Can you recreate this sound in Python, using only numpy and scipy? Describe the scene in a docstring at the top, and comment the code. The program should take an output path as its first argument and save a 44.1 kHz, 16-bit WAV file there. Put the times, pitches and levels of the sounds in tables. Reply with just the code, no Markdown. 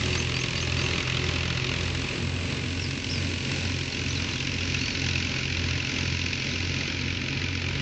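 """Tractor and thresher in a field

A three-cylinder diesel tractor drives a wheat thresher by belt, heard across a field from a hand-held
phone. The exhaust drones and each firing knocks. The thresher's drum beats a little faster than the
engine fires, so the drone throbs. A blower hums, straw and chaff rush, and small birds call in the
trees. The phone turns, which changes the tone colour, and the highest hiss rises and falls."""
import sys
import numpy as np
from scipy import signal
from scipy.fft import next_fast_len
from scipy.io import wavfile
from scipy.ndimage import uniform_filter1d

SR = 44100
rng = np.random.default_rng(int(sys.argv[2]) if len(sys.argv) > 2 else 0)


def file_out(sig):
    """Save sig as 16-bit WAV at sys.argv[1]."""
    # one column per channel
    cols = np.atleast_2d(sig).T
    # limit, then scale
    lim = np.clip(cols, -1, 1)
    pcm = np.round(lim * 32767).astype(np.int16)
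    wavfile.write(sys.argv[1], SR, pcm)


N = 344421

# Where the phone points, from -1 (away from the machine) to 1 (towards it): time_s, facing
PHONE_FACING = [(0, -0.98), (1.7, -0.96), (2.3, -0.38), (3.1, 0.61), (3.5, 0.089), (4.5, 0.51), (5.5, 0.32),
                (6.5, .8), (7.4, 0.77), (7.8, .3)]
# The upper middle pitches rise and fall: time_s, change_db
UPPER_MIDDLE = [(0, 0.9), (.5, 0.8), (1, 1.5), (1.7, 1.5), (1.85, -0.6), (2.3, -2.5), (3.1, -2), (4, 0),
                (5, 1.2), (5.5, 1.3), (6.5, 0.9), (7, 0.7), (7.4, 0.7), (7.8, 0)]
# The highest hiss rises and falls: time_s, change_db
HIGH_HISS = [(0, 8), (1, 2), (1.7, -1), (1.849, 4), (3.6, 4.5), (4.5, 0), (5.5, -5.5), (6, -4.5),
             (7.4, -11), (7.8, -6.5)]
# How much each pitch follows those three tables: pitch_hz, facing_db, upper_middle_share, hiss_share
PITCH_FOLLOWS = [(111, 0, 0.1, 0), (171, -2, 0.26, 0.0062), (250, 2, 0.066, 0.067), (370, -2, 0.37, 0),
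                 (750, -2.9, .3, 0), (1400, -2.16, 1.18, 0), (2600, 0, 1.23, 0), (3600, -0.9, 1.23, 0.009),
                 (5000, 1.5, 1.4, 0.029), (5700, 3.5, 2.1, 0.32), (6600, .8, 1.6, .3),
                 (7300, -0.8, .4, 0.55), (7900, -1, -0.55, 1)]
# Which side the rush, knock and birds lean to: time_s, left_minus_right_db
BALANCE = [(0, -.65), (1.4, -.65), (2.1, -.25), (4, -.4), (4.7, -.7), (7.8, -.2)]

# Engine speed under a changing load: time_s, firing_rate_hz
ENGINE_SPEED = [(0, 42.27), (.5, 42.26), (1, 42.37), (1.4, 41.98), (1.75, 42.51), (2.1, 43.52),
                (2.5, 43.71), (2.9, 44.4), (3.5, 44.49), (4, 43.74), (4.5, 44.), (5, 43.72), (5.6, 43.22),
                (6, 43.46), (6.4, 43.74), (6.9, 44.04), (7.35, 44.76), (7.81, 44.56)]
# Pattern of strong and weak knocks, one row before 1.8 s and one after: first_db, second_db, third_db
KNOCK_PATTERN = [
    [0, 1.5, -0.051],
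    [0.3, 0.3, 1.6],
]
# Firings that stand out as hard or weak: time_s, strength_db
ODD_FIRINGS = [(.151, 4.5), (.364, 3), (.435, 5.5), (.648, -3.5), (.909, 1), (.931, 2.5), (.982, 2.5),
               (1.049, -3), (1.098, 3.5), (1.171, 3.5), (1.215, -3), (1.24, 2), (1.286, 4.6), (1.31, 0),
               (1.359, 2.5), (1.5, 2.5), (1.548, -0.5), (1.736, 2.8), (1.924, -4.5), (1.947, 3.5),
               (2.2, -3), (2.521, 3.5), (2.567, 3), (2.907, 5), (2.975, 4), (3.043, 4.5), (3.469, -3.5),
               (3.514, 5), (3.899, 0), (3.945, 2.5), (4.105, -1), (4.196, 3), (4.264, -5), (4.401, 3.5),
               (4.469, 5), (4.492, -3.5), (4.56, -4), (4.742, 4.5), (4.811, 3.5), (4.879, 3.5),
               (4.925, -3.5), (5.062, 3), (5.085, 4.5), (5.154, 3.5), (5.292, -2), (5.384, 3), (5.615, -1),
               (5.661, -2.5), (5.707, 2.5), (5.892, 2), (5.915, 2.5), (5.984, 3.5), (6.236, -0.5),
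               (6.259, 4), (6.305, -2), (6.328, 4), (6.807, 2.5), (6.83, -1.5), (6.852, -2.5), (6.875, 3),
               (7.192, -4.5), (7.281, 3.8), (7.348, -3), (7.371, 2.5), (7.416, 2), (7.438, 2), (7.505, -4),
               (7.55, 2.5), (7.684, 3)]
# Exhaust tones; thirds come from the whole three-cylinder cycle: times_firing_rate, level_db
EXHAUST_TONES = [(0.96, -52.5), (2, -36.5), (7 / 3, -49.5), (3, -38), (10 / 3, -55.5), (4, -50.5),
                 (14 / 3, -55), (5, -53.5), (17 / 3, -52), (6, -55.5), (20 / 3, -58), (23 / 3, -61.5),
                 (14, -63.5), (26, -67)]
# Brief early swells of one engine tone: time_s, boost_db
ENGINE_SWELLS = [(.12, 9), (.42, 4), (.85, 7), (1.24, 8), (1.66, 8.5)]
# The belt slips with the load: time_s, drum_beats_per_firing
BELT_RATIO = [(0, 1.0133), (.7, 1.02), (1.4, 1.0199), (2.1, 1.0261), (3.5, 1.0249), (4.2, 1.0233),
              (5.6, 1.0233), (6.3, 1.0214), (7, 1.028), (7.81, 1.0154)]
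# Tones of the thresher's drum: times_beat_rate, level_db
DRUM_TONES = [(1, -61), (2, -40), (4, -55.5), (6, -50)]
# The drum's third tone shifts as it comes to arrive by another path: time_s, level_db, lead_cycles
DRUM_THIRD_TONE = [(0, -48, .53), (1.4, -47, .5), (1.9, -45, .25), (2.4, -45, .12), (7.8, -45, .08)]
# The blower's upper tone: times_blade_rate, level_db
BLOWER_HIGH_TONE = [(2, -47.5)]
# The blower's lowest tone swells and sinks: time_s, gain_db
BLOWER_LOW_TONE = [(0, -43.5), (1.7, -45.5), (2, -44), (2.3, -52), (2.5, -47), (2.7, -51), (4, -46),
                   (5.6, -44.5), (5.8, -48.5), (7.4, -46), (7.6, -56), (7.75, -41)]

# Engine block panels rung by each firing: pitch_hz, width_hz, gain_db
ENGINE_PANELS = [(504, 396, -8), (1046, 530, -2), (1478, 175, 3), (1920, 504, 1), (2360, 282, 3),
                 (2718, 302, 4.5), (3188, 395, 3.5), (3746, 460, 3), (4356, 500, 3), (4933, 524, 1.5),
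                 (5486, 355, 3.5), (6440, 1400, -2), (7640, 2640, -2.5)]
# Tone colour of the rush and knock together: pitch_hz, gain_db
RUSH_COLOUR = [(35, -31), (60, -8), (110, 3.3), (155, 3), (200, -0.5), (255, 1.44), (380, -4), (550, -9),
               (720, -13.5), (1000, -13.5), (1500, -13.5), (2000, -8.5), (2550, -7.5), (3150, -12),
               (4500, -12.5), (6200, -19), (7200, -25.5), (8000, -34.5), (8500, -49.5)]
# A broad metallic ring that drifts as the phone turns: time_s, pitch_hz
METAL_RING = [(0, 2750), (1.7, 2700), (2.3, 2610), (4.4, 2610), (5.5, 2490), (6.5, 2420), (7.8, 2400)]
# Pitches the thresher's sheet-metal housing boosts: pitch_hz, boost_db, width_share
HOUSING_PEAKS = [(255, 2.3, .1), (345, 1.5, .05), (420, 1.5, .03), (550, 1.5, .04), (990, 1, .04),
                 (1320, .5, .04), (1490, 3, .025)]
# The lower treble rises and falls: time_s, change_db
LOW_TREBLE = [(0, .5), (.6, 1.2), (1.1, 0), (1.8, 1.5), (2.6, -.3), (3.6, 1), (4.4, 0), (5.1, 1.5),
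              (5.8, -.5), (6.1, .5), (6.8, .3), (7.1, -2), (7.6, -1.5)]
# Echoes off ground and trunks cancel one wandering pitch: time_s, pitch_hz, depth_db
MOVING_DIP = [(0, 1440, 9.5), (1, 1540, 5), (1.7, 1536, 5), (2.4, 1405, 1.5), (3.4, 1240, 9.5),
              (4.3, 1183, 3.5), (6.2, 1166, 10.5), (7.8, 1120, 8.5)]
# They also cancel some steady pitches: pitch_hz, depth_db, width_share
ECHO_DIPS = [(188, 3, .04), (312, 2.5, .03), (396, 4, .015), (512, 2.5, .03), (715, 7, .055),
             (885, 5, .035), (1900, 2.6, .06)]
# Scattered sound, which differs between the phone's two microphones: pitch_hz, gain_db
SCATTER_COLOUR = [(60, -22), (100, -32), (180, -36), (310, -30), (530, -17.5), (920, -15.5), (1600, -18),
                  (2760, -18.5), (4760, -18), (8230, -8)]

# A bird's two-note song: start_s, low_note_db, high_note_db
BIRD_SONG = [(.122, -39, -35), (.34, -38, -36), (.555, -38.5, -38), (.77, -36, -39)]
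# Short twitters: start_s, length_s, start_hz, bend_hz, end_hz, level_db
BIRD_TWITTERS = [(.905, 0.059, 4350, 4150, 3950, -41), (3.655, .035, 4800, 4400, 3500, -41),
                 (3.81, 0.037, 3420, 3900, 5770, -41), (3.91, .045, 4480, 4330, 3500, -42),
                 (4.079, .055, 4000, 6000, 6400, -39.5), (4.15, .04, 4700, 4050, 3750, -38),
                 (4.318, .03, 3870, 4000, 4370, -42), (4.36, .02, 3750, 3500, 3200, -38),
                 (4.388, 0.02, 3500, 3600, 3750, -39.5), (4.764, .155, 3605, 4430, 4520, -38.5),
                 (4.905, .03, 4600, 4560, 4100, -40)]
# Rasping calls that jump up, then fall: start_s, length_s, top_hz, level_db, fade (below 0 it grows)
BIRD_RASPS = [(2.797, .085, 5700, -41.5, -.7), (3.093, .125, 5450, -33.5, .9)]


def gain(db):
    """Turn decibels into a number to multiply by."""
    return 10 ** (np.asarray(db) / 20)


def curves(table, times_s=np.arange(N) / SR):
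    """Join a table's rows with straight lines over time, giving one curve per value column."""
    row_s, *columns = np.transpose(table)
    return [np.interp(times_s, row_s, column) for column in columns]


def wander(rate_hz, count=N):
    """A smooth random wobble, about 1 in size."""
    hold = int(SR / rate_hz)
    steps = np.repeat(rng.standard_normal(count // hold + 1), hold)
    return 1.13 * uniform_filter1d(uniform_filter1d(steps, hold), hold)[:count]


def bump(log_hz, centre_hz, width):
    """A bell-shaped hill around one pitch; its width is a share of that pitch."""
    return np.exp(-((log_hz - np.log(centre_hz)) / width) ** 2)


def across_pitch(table, log_hz):
    """Join a table's rows over pitch, giving one curve per value column."""
    row_hz, *columns = np.transpose(table)
    return [np.interp(log_hz, np.log(row_hz), column) for column in columns]


def level_drift_db(log_hz, times_s):
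    """How much each pitch, including the highest hiss, grows louder or softer over time."""
    shares = across_pitch(PITCH_FOLLOWS, log_hz)
    tables = (PHONE_FACING, UPPER_MIDDLE, HIGH_HISS)
    return sum(share * curves(table, times_s)[0] for share, table in zip(shares, tables))


def hum(cycles, tones, lead, waver_db, drift):
    """Wavering tones locked to a spinning shaft; `drift` sets how strongly they follow level_drift_db."""
    mean_hz = (cycles[-1] - cycles[0]) * SR / N
    points = np.arange(0, N, 512)
    drifts_db = drift * level_drift_db(np.log([[multiple * mean_hz] for multiple, _ in tones]), points / SR)
    sound = 0
    for (multiple, db), drift_db in zip(tones, drifts_db):
        level = gain(db + drift_db + waver_db * wander(2.94)[points])
        wave = 2 ** .5 * np.cos(2 * np.pi * (multiple * cycles + lead))
        sound += np.interp(np.arange(N), points, level) * wave
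    return sound


def firing_strengths(cycles):
    """Each firing's strength in dB: a repeating pattern plus chance, apart from those that stand out."""
    count, pattern_change_s = N // 100, 1.8
    early, late = (np.resize(row, count) for row in KNOCK_PATTERN)
    strength_db = np.where(np.arange(count) < cycles[int(pattern_change_s * SR)], early, late)
    strength_db += .6 * rng.standard_normal(count)
    odd_s, odd_db = np.transpose(ODD_FIRINGS)
    strength_db[np.round(cycles[(odd_s * SR).astype(int)] + .15).astype(int)] = odd_db
    return strength_db


def exhaust(cycles, strength_db):
    """Puffs of gas blend into a drone, and stronger firings push it harder."""
    push = uniform_filter1d(gain(strength_db / 3)[np.round(cycles).astype(int)], size=300)
    return push * hum(cycles - .06, EXHAUST_TONES, lead=-.19, waver_db=.93, drift=3.45)


def engine_swells(cycles):
    """One quiet engine tone that swells briefly a few times near the start."""
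    swell_db = sum(db * np.exp(-((np.arange(N) / SR - time_s) / .05) ** 2) for time_s, db in ENGINE_SWELLS)
    return hum(cycles, [(26 / 3, -53.5)], lead=0, waver_db=1.5, drift=3.5) * gain(swell_db)


def thresher_drum(beats):
    """The beaters of the spinning drum hum; the third tone shifts in level and timing."""
    main = hum(beats, DRUM_TONES, lead=.25, waver_db=1.2, drift=.3)
    third_db, third_lead = curves(DRUM_THIRD_TONE)
    return main + hum(beats, [(3, 0)], lead=third_lead, waver_db=1.3, drift=0) * gain(third_db)


def blower(blade_passes):
    """Passing fan blades make two tones, an octave apart."""
    high = hum(blade_passes, BLOWER_HIGH_TONE, lead=-.19, waver_db=4.5, drift=.3)
    low = hum(blade_passes, [(1, -.88)], lead=-.19, waver_db=2, drift=0)
    return high + low * gain(curves(BLOWER_LOW_TONE)[0])


def diesel_knock(cycles, strength_db):
    """Each firing is a sharp burst that rings the engine's panels unequally and a little apart."""
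    firing, progress = np.divmod(cycles + .235, 1)  # progress runs from 0 to 1 in each firing
    firing = firing.astype(int)
    bang = np.exp(-np.maximum(progress - .17, 0) / .11)
    tail = .66 * progress ** .5 * (1 - progress)
    valve_rattle = .12 * np.exp(-((progress - .58) / .068) ** 2)
    # A quarter of the clatter's power repeats on every three-cylinder cycle.
    repeating = rng.choice([-1., 1.], size=3000)[(cycles % 3 * 1000).astype(int)]
    fresh = rng.choice([-1., 1.], size=N)
    clatter = (bang + tail + valve_rattle) * (.25 ** .5 * repeating + .75 ** .5 * fresh)
    sound = 0
    for hz, width_hz, db in ENGINE_PANELS:
        level = gain(db + strength_db + rng.standard_normal(len(strength_db)))[firing]
        lag_cycles = np.abs(.022 * rng.standard_normal(len(strength_db)))[firing]
        attack = np.clip((progress - lag_cycles) / .03, .15, 1)
        panel = signal.butter(2, (hz - width_hz / 2, hz + width_hz / 2), "band", fs=SR, output="sos")
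        sound += signal.sosfilt(panel, level * attack * clatter)
    return sound


def straw_rush():
    """Straw, chaff and air make a noise that flutters slightly in level."""
    return gain(1.13 * wander(9)) * rng.standard_normal(N)


def echo_dips_db(log_hz, times_s):
    """Echoes cancel narrow bands of pitch."""
    moving_hz, moving_db = curves(MOVING_DIP, times_s)
    dips = [(moving_hz, moving_db, .061), *ECHO_DIPS]
    return -sum(db * bump(log_hz, hz, width) for hz, db, width in dips)


def ringing_db(log_hz, times_s):
    """Ringing metal boosts some pitches, while the lower treble rises and falls."""
    ring = 2.7 * bump(log_hz, curves(METAL_RING, times_s)[0], width=.14)
    housing = sum(db * bump(log_hz, hz, width) for hz, db, width in HOUSING_PEAKS)
    treble = curves(LOW_TREBLE, times_s)[0] * bump(log_hz, centre_hz=5400, width=.4)
    return ring + housing + treble


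def colour(noise, scattered=False):
    """Split a noise into pitches, make each louder or softer over time, and join them again."""
    hz, times_s, bands = signal.stft(noise, SR, nperseg=4096)
    log_hz = np.log(hz + 1)[:, None]
    db = across_pitch(RUSH_COLOUR, log_hz)[0] + level_drift_db(log_hz, times_s)
    db += echo_dips_db(log_hz, times_s) + ringing_db(log_hz, times_s)
    if scattered:
        db += across_pitch(SCATTER_COLOUR, log_hz)[0]
    return signal.istft(bands * gain(db), SR)[1][:N]


def rush_and_knock(cycles, strength_db):
    """The machines' noise as it arrives directly, and as leaves and trunks scatter it."""
    clear_db = .6 * curves(UPPER_MIDDLE)[0]  # the knock stands out when the upper middle is loud
    noise = gain(-clear_db) * straw_rush() + gain(6 + clear_db / 2) * diesel_knock(cycles, strength_db)
    direct = colour(noise)
    throb = uniform_filter1d(np.abs(noise), size=60)  # scattering keeps the throb, with a new fine grain
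    scattered = colour(throb * rng.standard_normal(N), scattered=True)
    return gain(-30.5) / np.std(direct) * np.array([direct, scattered])


def add_chirp(track, start_s, length_s, pitches_hz, db, hoarse, bend_at=1 / 3, warble=0, fade=0):
    """Add a bird's whistle that bends through three pitches, flutters, and may warble and fade."""
    count, warble_hz = int(length_s * SR), 114.3
    progress = np.arange(count) / (length_s * SR)
    flutter = hoarse * wander(400, count) + warble * np.sin(2 * np.pi * warble_hz * length_s * progress)
    glide_hz = uniform_filter1d(np.interp(progress, (0, bend_at, 1), pitches_hz), size=300)
    whistle = 2 ** .5 * np.sin(2 * np.pi * np.cumsum(glide_hz * (1 + flutter)) / SR)
    swell = np.sin(np.pi * progress ** .66) ** .5 * np.exp(-fade * progress)
    start = int(start_s * SR)
    track[start:start + count] += gain(db + 1.5 * wander(150, count)) * swell * whistle


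def birds():
    """Small birds sing, twitter and rasp in the trees, and a nearby trunk echoes them."""
    calls = np.zeros(N)
    for start_s, low_db, high_db in BIRD_SONG:
        add_chirp(calls, start_s, .05, (4500, 4620, 4720), low_db, hoarse=.009)
        add_chirp(calls, start_s + .05, .055, (5850, 6450, 6250), high_db, hoarse=.024, fade=.8)
    for start_s, length_s, *pitches_hz, db in BIRD_TWITTERS:
        add_chirp(calls, start_s, length_s, pitches_hz, db, hoarse=.02)
    for start_s, length_s, top_hz, db, fade in BIRD_RASPS:
        pitches_hz = (.86 * top_hz, top_hz, .8 * top_hz)
        add_chirp(calls, start_s, length_s, pitches_hz, db, hoarse=.015, bend_at=.13, warble=.04, fade=fade)
    return calls + .35 * np.roll(calls, int(.012 * SR))


def scene():
    """The engine drives the drum and the drum drives the blower; all is mixed to left and right."""
    firing_hz = curves(ENGINE_SPEED)[0]
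    cycles = np.cumsum(firing_hz) / SR + .43  # counts up by one per firing
    beats = np.cumsum(firing_hz * curves(BELT_RATIO)[0]) / SR
    strength_db = firing_strengths(cycles)
    drone = exhaust(cycles, strength_db) + engine_swells(cycles) + thresher_drum(beats + .604)
    drone += blower(1.276 * beats + .83)  # geared to 1.276 blades per drum beat
    direct, scattered = rush_and_knock(cycles, strength_db)
    sides = np.array([[1], [-1]])  # adds on the left, takes away on the right
    # The deepest bass is a little stronger on the right, and out of step between the sides.
    bass = signal.sosfiltfilt(signal.butter(2, 85, fs=SR, output="sos"), drone)
    bass += gain(7) * np.imag(signal.hilbert(bass, next_fast_len(N))[:N])
    drone = drone - gain(-26) * sides * bass
    # The highest hiss leans right.
    hiss = signal.sosfiltfilt(signal.butter(4, 7000, "high", fs=SR, output="sos"), direct)
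    direct = direct - gain(-15.5) * sides * hiss
    balance = gain(sides * curves(BALANCE)[0] / 2)
    return drone + (direct + birds()) * balance + sides * scattered


def record(dry):
    """The phone cuts the deepest bass and the highest treble."""
    lowest_hz, highest_hz = 38, 8800
    dry = signal.sosfilt(signal.butter(4, lowest_hz, "high", fs=SR, output="sos"), dry)
    return signal.sosfilt(signal.ellip(10, .2, 70, highest_hz, fs=SR, output="sos"), dry)


dry = scene()
out = record(dry)
file_out(out)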